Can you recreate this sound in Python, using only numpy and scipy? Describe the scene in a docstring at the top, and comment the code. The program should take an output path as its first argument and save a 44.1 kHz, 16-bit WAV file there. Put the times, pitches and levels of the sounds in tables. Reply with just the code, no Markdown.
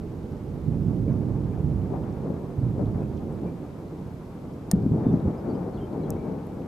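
"""Distant thunder rolls over a flooded country road: shock waves from many bends of the lightning channel
arrive in overlapping swarms, dulled by kilometres of air, deep and bright parts from different sides.
Noise and random impulses, shaped in six registers, make the roll; dying sines make the claps that stand out.
A songbird of gliding sines sings far off, drops tick faintly on the water as short sine bursts,
the recorder's housing clicks twice as a set of ringing modes, and filtered noise hisses throughout."""
import sys
import numpy as np
from scipy import signal
from scipy.fft import rfft, irfft, next_fast_len
from scipy.io import wavfile
from scipy.ndimage import uniform_filter1d

SR = 44100
rng = np.random.default_rng(int(sys.argv[2]) if len(sys.argv) > 2 else 0)


def unload_wav(signal):
    """Save mono or channel-first audio to the path in sys.argv[1] as 16-bit WAV at rate SR, clipped to [-1, 1]."""
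    wavfile.write(
        sys.argv[1],
        SR,
        np.round(np.clip(np.atleast_2d(signal).T, -1, 1) * 32767).astype(np.int16),
    )


N = 294499

# centres of the six thunder registers: (frequency [Hz])
REGISTERS_HZ = [58, 125, 235, 440, 780, 1300]


def from_db(db):
    """Level as a logarithm of amplitude: 20 dB is a factor of ten."""
    return 10 ** (np.asarray(db) / 20)


def rms_one(x):
    """Normalisation to unit mean power."""
    return x / np.sqrt(np.mean(x ** 2) + 1e-20)


def at_hz(points, hz):
    """Interpolation along a logarithmic frequency axis, on which octaves are equally wide."""
    corner_hz, values = np.array(points).T
    return np.interp(np.log(hz), np.log(corner_hz), values)


def coloured(x, gain_of_hz):
    """Linear filtering: each spectral component is multiplied by the gain at its frequency."""
    size = next_fast_len(N)
    hz = np.maximum(np.arange(size // 2 + 1) * SR / size, 1)
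    return irfft(rfft(x, size) * gain_of_hz(hz), size)[..., :N]


def sides(x, pan_db):
    """Localisation by level difference: left exceeds right by pan_db."""
    return x * from_db(np.array([[.5], [-.5]]) * pan_db)


def burst(out_len, hz, t60):
    """Free damped oscillation: a sine whose level falls 60 dB in t60 seconds."""
    t = np.arange(out_len) / SR
    return np.sin(2 * np.pi * hz * t) * from_db(-60 * t / t60)


def add(out, s, x):
    """Superposition: sound pressures sum, here from s seconds on."""
    i = round(s * SR)
    out[..., i:i + x.shape[-1]] += x[..., :N - i]


def air():
    """Partly coherent noise: far running water and microphone hiss, as a common and an opposed part."""
    # hiss spectrum: (frequency [Hz], relative level [dB])
    hiss_spectrum = [(880, -10), (1500, -6), (1910, -5), (2150, -3.5), (2730, -7.5), (4480, -11.5),
                     (9610, -18), (11900, -19), (13500, -8)]
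    # share of power common to both sides: (frequency [Hz], left-right likeness [-1 to 1])
    likeness = [(1200, 0.24), (2200, 0.067), (4000, .4), (9000, .5), (11500, 0.89)]
    level_db, top_hz = -59.5, 14070   # level of the common part before the top is cut
    mid, side = rng.standard_normal((2, N))
    mid = coloured(mid, lambda hz: from_db(at_hz(hiss_spectrum, hz)) * np.sqrt(1 + at_hz(likeness, hz)))
    side = coloured(side, lambda hz: from_db(at_hz(hiss_spectrum, hz)) * np.sqrt(1 - at_hz(likeness, hz)))
    hiss = from_db(level_db) * (mid + side * [[1], [-1]]) / np.std(mid)
    return signal.sosfilt(signal.cheby2(12, 60, top_hz, fs=SR, output="sos"), hiss)


def bird():
    """Frequency modulation: gliding whistles with soft ends, fluttering in moving air, then echoed."""
    # notes: (time [s], length [s], first pitch [Hz], last pitch [Hz], level before flutter and echoes [dB])
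    notes = [(1.077, 0.013, 2320, 2200, -61.5), (1.519, .02, 2300, 2500, -65),
             (3.018, .03, 2550, 2520, -70), (3.462, 0.029, 2354, 2350, -65),
             (4.968, 0.033, 3700, 3700, -75), (5.051, 0.056, 3590, 3554, -68.5),
             (5.34, .02, 2390, 2300, -70), (5.375, .02, 5000, 5070, -67.5),
             (5.49, 0.032, 4700, 4400, -65.5), (5.54, .025, 5100, 4800, -70),
             (5.545, .012, 3240, 2920, -67), (5.678, 0.023, 5450, 5200, -76), (5.73, .02, 4250, 4300, -69),
             (5.745, 0.027, 4800, 3700, -69), (5.77, 0.012, 3650, 3130, -61),
             (5.776, 0.016, 3070, 2730, -63), (5.802, 0.049, 3170, 3100, -60),
             (6.002, 0.016, 2270, 2280, -66), (6.026, .018, 4180, 3930, -66),
             (6.05, 0.018, 3270, 3300, -68), (6.114, 0.018, 2580, 2640, -68),
             (6.127, 0.016, 2900, 3330, -68), (6.16, .025, 2210, 2250, -63), (6.19, .035, 2380, 2260, -63),
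             (6.195, .14, 2330, 2220, -72)]
    # reflections off the ground and slopes: (delay [s], level [dB])
    echoes = [(.011, -6), (.027, -20), (.048, -17.5)]
    flutter_db, flutter_hz = 1.5, 120   # rms depth, upper rate
    song = np.zeros(N)
    for s, length, first_hz, last_hz, db in notes:
        n = int(length * SR)
        phase = 2 * np.pi * np.cumsum(np.linspace(first_hz, last_hz, n)) / SR
        soft_ends = np.sin(np.linspace(0, np.pi, n)) ** 0.47
        add(song, s, from_db(db) * np.sqrt(2) * np.sin(phase) * soft_ends)
    slow = signal.butter(2, flutter_hz, fs=SR, output="sos")
    flutter = rms_one(signal.sosfilt(slow, rng.standard_normal(N)))
    song = song * from_db(flutter_db * flutter)
    return song + sum(from_db(db) * np.roll(song, int(lag * SR)) for lag, db in echoes)


def drops():
    """Damped oscillation: each drop is a soft-edged tick of a few cycles; faint ones fall at random."""
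    # clear drops: (time [s], level before rise and decay [dB], pitch [Hz])
    clear = [(0.322, -47, 5300), (0.368, -51, 5200), (1.13, -46, 5800), (3.03, -49, 9000),
             (3.172, -46, 5760), (3.327, -46, 8500), (3.883, -48, 4350), (4.055, -49, 5300),
             (5.132, -43.5, 5360), (5.93, -46.5, 4200), (6.296, -51, 3100), (6.469, -39, 11500),
             (6.62, -47, 2700)]
    faint_per_s, faint_db, faint_spread_db = 25, -56, 2.2   # lowest level, mean excess above it
    chance = rng.random((int(faint_per_s * N / SR), 3))
    faint = [(s * N / SR, faint_db - faint_spread_db * np.log(size), 1800 * 3 ** pitch)
             for s, size, pitch in chance]
    out = np.zeros(N)
    for s, db, hz in [*clear, *faint]:
        rise = 1 - np.exp(-np.arange(400) / SR * hz * 3.0)
        add(out, s, from_db(db) * rise * burst(400, hz, 12.0 / hz))
    return out


def housing():
    """Modal resonance: each click rings the same plastic modes, dull or bright, under a snap of noise."""
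    # clicks: (time [s], peak level of the modes [dB], factor on ring times [0-1],
    #          brightness [dB/octave], left minus right [dB])
    clicks = [(4.7134, -14, 1.0, 1.5, -2.5), (4.7142, -21, 1, 1.5, 5), (4.7155, -25.5, 1, -16.5, 8.5),
              (6.1017, -44.5, 0.3, 20, .3), (6.1047, -23.5, 0.37, 11, 2.5)]
    # plastic modes: (frequency [Hz], relative level [dB], full ring time to -60 dB [s])
    plastic_modes = [(695, -26, 0.023), (1806, -17, 0.033), (2630, -15, 0.015), (3600, -26, .01),
                     (4610, -6, 0.0076), (5390, 3, 0.0082), (6950, 6, 0.0063), (8660, -6.5, 0.024),
                     (9040, -1.5, 0.014), (10500, 3, 0.0016), (11400, -5, 0.0097), (12500, -3.5, 0.0038),
                     (13500, -17, .007), (14290, -11, 0.0076)]
    snap_db, snap_t60_s = -10, 0.012   # relative to the modes' peak; decay at full ring
    out, t = np.zeros((2, N)), np.arange(SR // 10) / SR
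    for s, db, ring, tilt_db, pan_db in clicks:
        modes = np.zeros(len(t))
        for k, (hz, level_db, t60) in enumerate(plastic_modes):
            height = from_db(level_db + tilt_db * np.log2(hz / 8000))
            modes += (-1) ** k * height * burst(len(t), hz, ring * t60)
        edge_hz = np.clip(1400 * 2 ** (tilt_db / 4), 300, 12000)   # a bright click has a thin snap
        high_pass = signal.butter(2, edge_hz, "high", fs=SR, output="sos")
        snap = signal.sosfilt(high_pass, rng.standard_normal(len(t)))
        snap = from_db(snap_db - 60 * t / (ring * snap_t60_s)) * snap
        add(out, s, sides(from_db(db) * (modes / np.max(np.abs(modes)) + snap), pan_db))
    return out


def claps():
    """Damped oscillation: a strong shock through the ground echo gives a few quickly dying swings."""
    # claps that stand out of the roll: (time [s], level before rise and decay [dB], pitch [Hz],
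    #                                    clear swings [count], left minus right [dB])
    strong_shocks = [(0.681, -15, 149, 6.5, -9), (1.576, -31, 800, 9.6, 8), (1.661, -24, 147, 6.2, -16),
                     (1.924, -25, 400, 16, 11), (1.938, -28.5, 770, 14, 10), (2.302, -16, 212, 4.1, 6),
                     (2.304, -22.5, 510, 4.5, 13), (2.581, -17.5, 129, 5.7, -4), (2.633, -12, 123, 6.0, -5),
                     (2.794, -27, 560, 14, 8), (2.807, -22, 180, 7.2, 9), (4.734, -5, 189, 8.1, 1),
                     (4.735, -22, 68, 3.5, -3), (4.863, -7, 239, 6.5, 3), (4.919, -7, 170, 5.4, 1),
                     (5.066, -6.5, 236, 3.3, 1.5), (5.138, -7, 242, 7.6, 4), (5.277, -16, 170, 5, 1),
                     (5.486, -14.5, 300, 5.9, 6)]
    out = np.zeros((2, N))
    for s, db, hz, swings, pan_db in strong_shocks:
        rise = 1 - np.exp(-np.arange(SR // 10) / SR * hz * 4)
        t60 = 1.8 * swings / hz   # silence comes well after the last clear swing
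        add(out, s, sides(from_db(db) * rise * burst(SR // 10, hz, t60), pan_db))
    return out


def peals():
    """Incoherent addition: powers of rising, holding and fading peals sum to a gain per register and side."""
    # one peal per stretch of the channel: (time [s], hold [s], level [dB], fade, sign ignored [dB/s],
    #     brightness [dB/octave], left minus right [dB], narrowness [dB/octave squared])
    stretches = [(-0.053, 0.2, -46.1, 6.0, -13.0, -2.6, -0.1), (-0.05, 2.911, -39.8, 6, 11.8, -5.6, 4.7),
                 (0.463, 0.025, -37.5, 109.0, -10.1, -5.5, 0.5),
                 (0.615, 0.245, -30.7, 196.0, -6.5, -5.5, -0.7),
                 (0.822, 0.285, -28.5, 13.0, -3.4, -7.1, -0.5),
                 (0.963, 0.122, -31.8, 81.0, -10.2, -3.9, 1.3), (1.059, 0.02, -49.2, 2.0, 12.9, 2.0, 0.5),
                 (1.251, 0.185, -36.7, 52.0, -11.5, -4.1, 0.4),
                 (1.575, 0.139, -31.9, 78.0, -8.5, -5.0, -0.9), (1.77, 0.017, -34.4, 13.0, -7.4, -4.5, 0.6),
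                 (1.883, 0.007, -33.1, 209.0, 10.4, 5.5, 0.5), (1.986, 0.016, -40.6, 61.0, 9.1, 1.3, -0.6),
                 (2.178, 0.083, -34.7, 51.0, 5.0, 3.5, -0.8), (2.556, 0.112, -31.3, 85.0, -12.9, -4.3, 3.7),
                 (2.747, 0.009, -29.7, 185.0, 7.2, 4.8, 0.2), (2.776, 0.045, -29.9, 26.0, -5.4, -3.9, -1.4),
                 (2.926, 0.015, -33.7, 170.0, 9.6, 5.0, 1.4), (3.039, 0.4, -37.7, 60.0, 2.1, -8.8, 0.5),
                 (3.173, 0.047, -41.3, 29.0, 6.5, 8.8, 0.2), (3.396, 0.0, -30, 136.0, 1.6, 1.2, -0.9),
                 (3.782, 0.008, -39.4, 26.0, 3.0, -0.2, -0.7), (3.971, 0.053, -41.9, 57.0, -10.2, -2.5, 2),
                 (4.315, 0.669, -39.7, -1, 0.9, -0.9, -1.7), (4.722, 0.0, -22.9, 69.0, -2.4, 1.1, -1.0),
                 (4.868, 0.01, -23.2, 41.0, -2.6, 0.4, 0.1), (4.901, 0.05, -35.4, 5.0, 7.6, 2.3, -0.5),
                 (5.023, 0.087, -23.1, 274.0, -1.5, 0.6, -0.3),
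                 (5.209, 0.023, -24.5, 301.0, -3.3, -0.1, -0.7),
                 (5.423, 0.093, -28.8, 60.0, 3.2, 2.3, -1.0), (5.722, 0.01, -44.7, 92.0, -10.7, -0.4, -1.0),
                 (5.882, 0.207, -31.2, 54.0, 4.5, 2.6, -0.3),
                 (6.051, 0.043, -43.2, 120.0, -12.5, -1.5, -0.4),
                 (6.221, 0.05, -31.5, 105.0, 5.0, 3.8, -0.5), (6.498, 0.2, -37.4, 60.0, 3.2, 2.6, -0.1)]
    # each register in a plain peal: (relative level [dB])
    plain_shape_db = [-22.5, -6, -3.6, -10.5, -24.8, -41]
    # steady far rumble in each register: (level [dB])
    bed_db = [-48.5, -47.5, -46.5, -53.5, -58, -60]
    bed_pan_db, rise_s = -.7, 0.052   # left minus right of the rumble; rise time of a peal
    skew_db_per_octave = 0.87   # the microphones hear higher sounds further left
    s, hold, db, fade, tilt, pan, narrow = np.array(stretches).T[:, :, None]
    t = np.arange(0, N / SR + .01, .005)   # 200 steps a second
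    fading_s = np.maximum(t - s - rise_s - hold, 0)
    swell = np.clip((t - s) / rise_s, 0, 1) * from_db(db - np.abs(fade) * fading_s)
    octave = np.log2(np.array(REGISTERS_HZ) / REGISTERS_HZ[2])
    skew_db = skew_db_per_octave * octave
    gains = []
    for side in (.5, -.5):
        shape = from_db(plain_shape_db + tilt * octave - narrow * octave ** 2 + side * (pan + skew_db))
        bed = from_db(bed_db + side * (bed_pan_db + skew_db))
        gains.append(np.sqrt((shape ** 2).T @ swell ** 2 + bed[:, None] ** 2))
    seconds = np.arange(N) / SR
    return [np.array([np.interp(seconds, t, g[k]) for g in gains]) for k in range(len(REGISTERS_HZ))]


def roll():
    """Random superposition: uneven shocks mixed with smooth noise, in six registers that swell apart."""
    # thunder spectrum: (frequency [Hz], relative spectral level [dB])
    thunder_spectrum = [(15, -34.5), (25, -18.5), (80, -0.5), (153, 2), (299, -7), (384, -11), (668, -24),
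                        (824, -26.5), (1950, -56.5), (2400, -59.5), (3120, -77.5), (5280, -120)]
    # sound scattered unlike to both sides: (frequency [Hz], level relative to the common sound [dB])
    scatter_spectrum = [(60, -22), (250, -16), (600, -7.5), (1500, -8)]
    # bunching of the shocks, plainest in the bright registers: (depth [dB])
    clump_db = [0.33, 0.93, 1.9, 2.17, 2, 2.1]
    shocks_per_s, shock_spread_db, shock_share = 600, 2.5, 0.42   # share of power, the rest is smooth noise
    clumps_per_s = 15.1   # fastest bunching
    # slow level swings of the noise are partly evened, so the peals shape the roll
    even_cycles, even_share = 7, .6
    sizes = from_db(shock_spread_db * np.minimum(rng.exponential(1, N), 5)) * rng.choice([-1, 1], N)
    shocks = rms_one(sizes * (rng.random(N) < shocks_per_s / SR))
    smooth = rng.standard_normal(N)
    common = np.sqrt(shock_share) * shocks + np.sqrt(1 - shock_share) * smooth
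    scattered = coloured(rng.standard_normal(N), lambda hz: from_db(at_hz(scatter_spectrum, hz)))
    slow = signal.butter(2, [clumps_per_s / 5, clumps_per_s], "band", fs=SR, output="sos")
    slow_noise = signal.sosfilt(slow, rng.standard_normal((len(REGISTERS_HZ) + 1, N)))
    clumps = [rms_one(c) for c in slow_noise]
    out = 0
    for k, gain in enumerate(peals()):
        weight = list(zip(REGISTERS_HZ, np.eye(len(REGISTERS_HZ))[k]))   # fades into its neighbours
        mid, side = coloured(np.array([common, scattered]),
                             lambda hz: at_hz(weight, hz) ** 1.186 * from_db(at_hz(thunder_spectrum, hz)))
        side, mid = side / np.std(mid), rms_one(mid)
        span = int(even_cycles / REGISTERS_HZ[k] * SR)
        power = uniform_filter1d(uniform_filter1d(mid ** 2, span), span // 2) + 1e-3
        # neighbouring registers share one of their two bunchings
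        bunching = from_db(clump_db[k] * (0.58 * clumps[k] + 0.61 * clumps[k + 1]))
        mid = rms_one(mid * power ** (-even_share / 2) * bunching)
        out = out + gain * (mid + side * [[1], [-1]])
    return out


def scene():
    """Superposition of all sources, the bird 1.5 dB stronger on the left."""
    return air() + sides(bird(), 1.5) + drops() + housing() + claps() + roll()


def record(dry):
    """Band limitation: a steep low-pass removes the top above 14.9 kHz."""
    return signal.sosfilt(signal.ellip(8, .5, 70, 14900, fs=SR, output="sos"), dry)


dry = scene()
out = record(dry)
unload_wav(out)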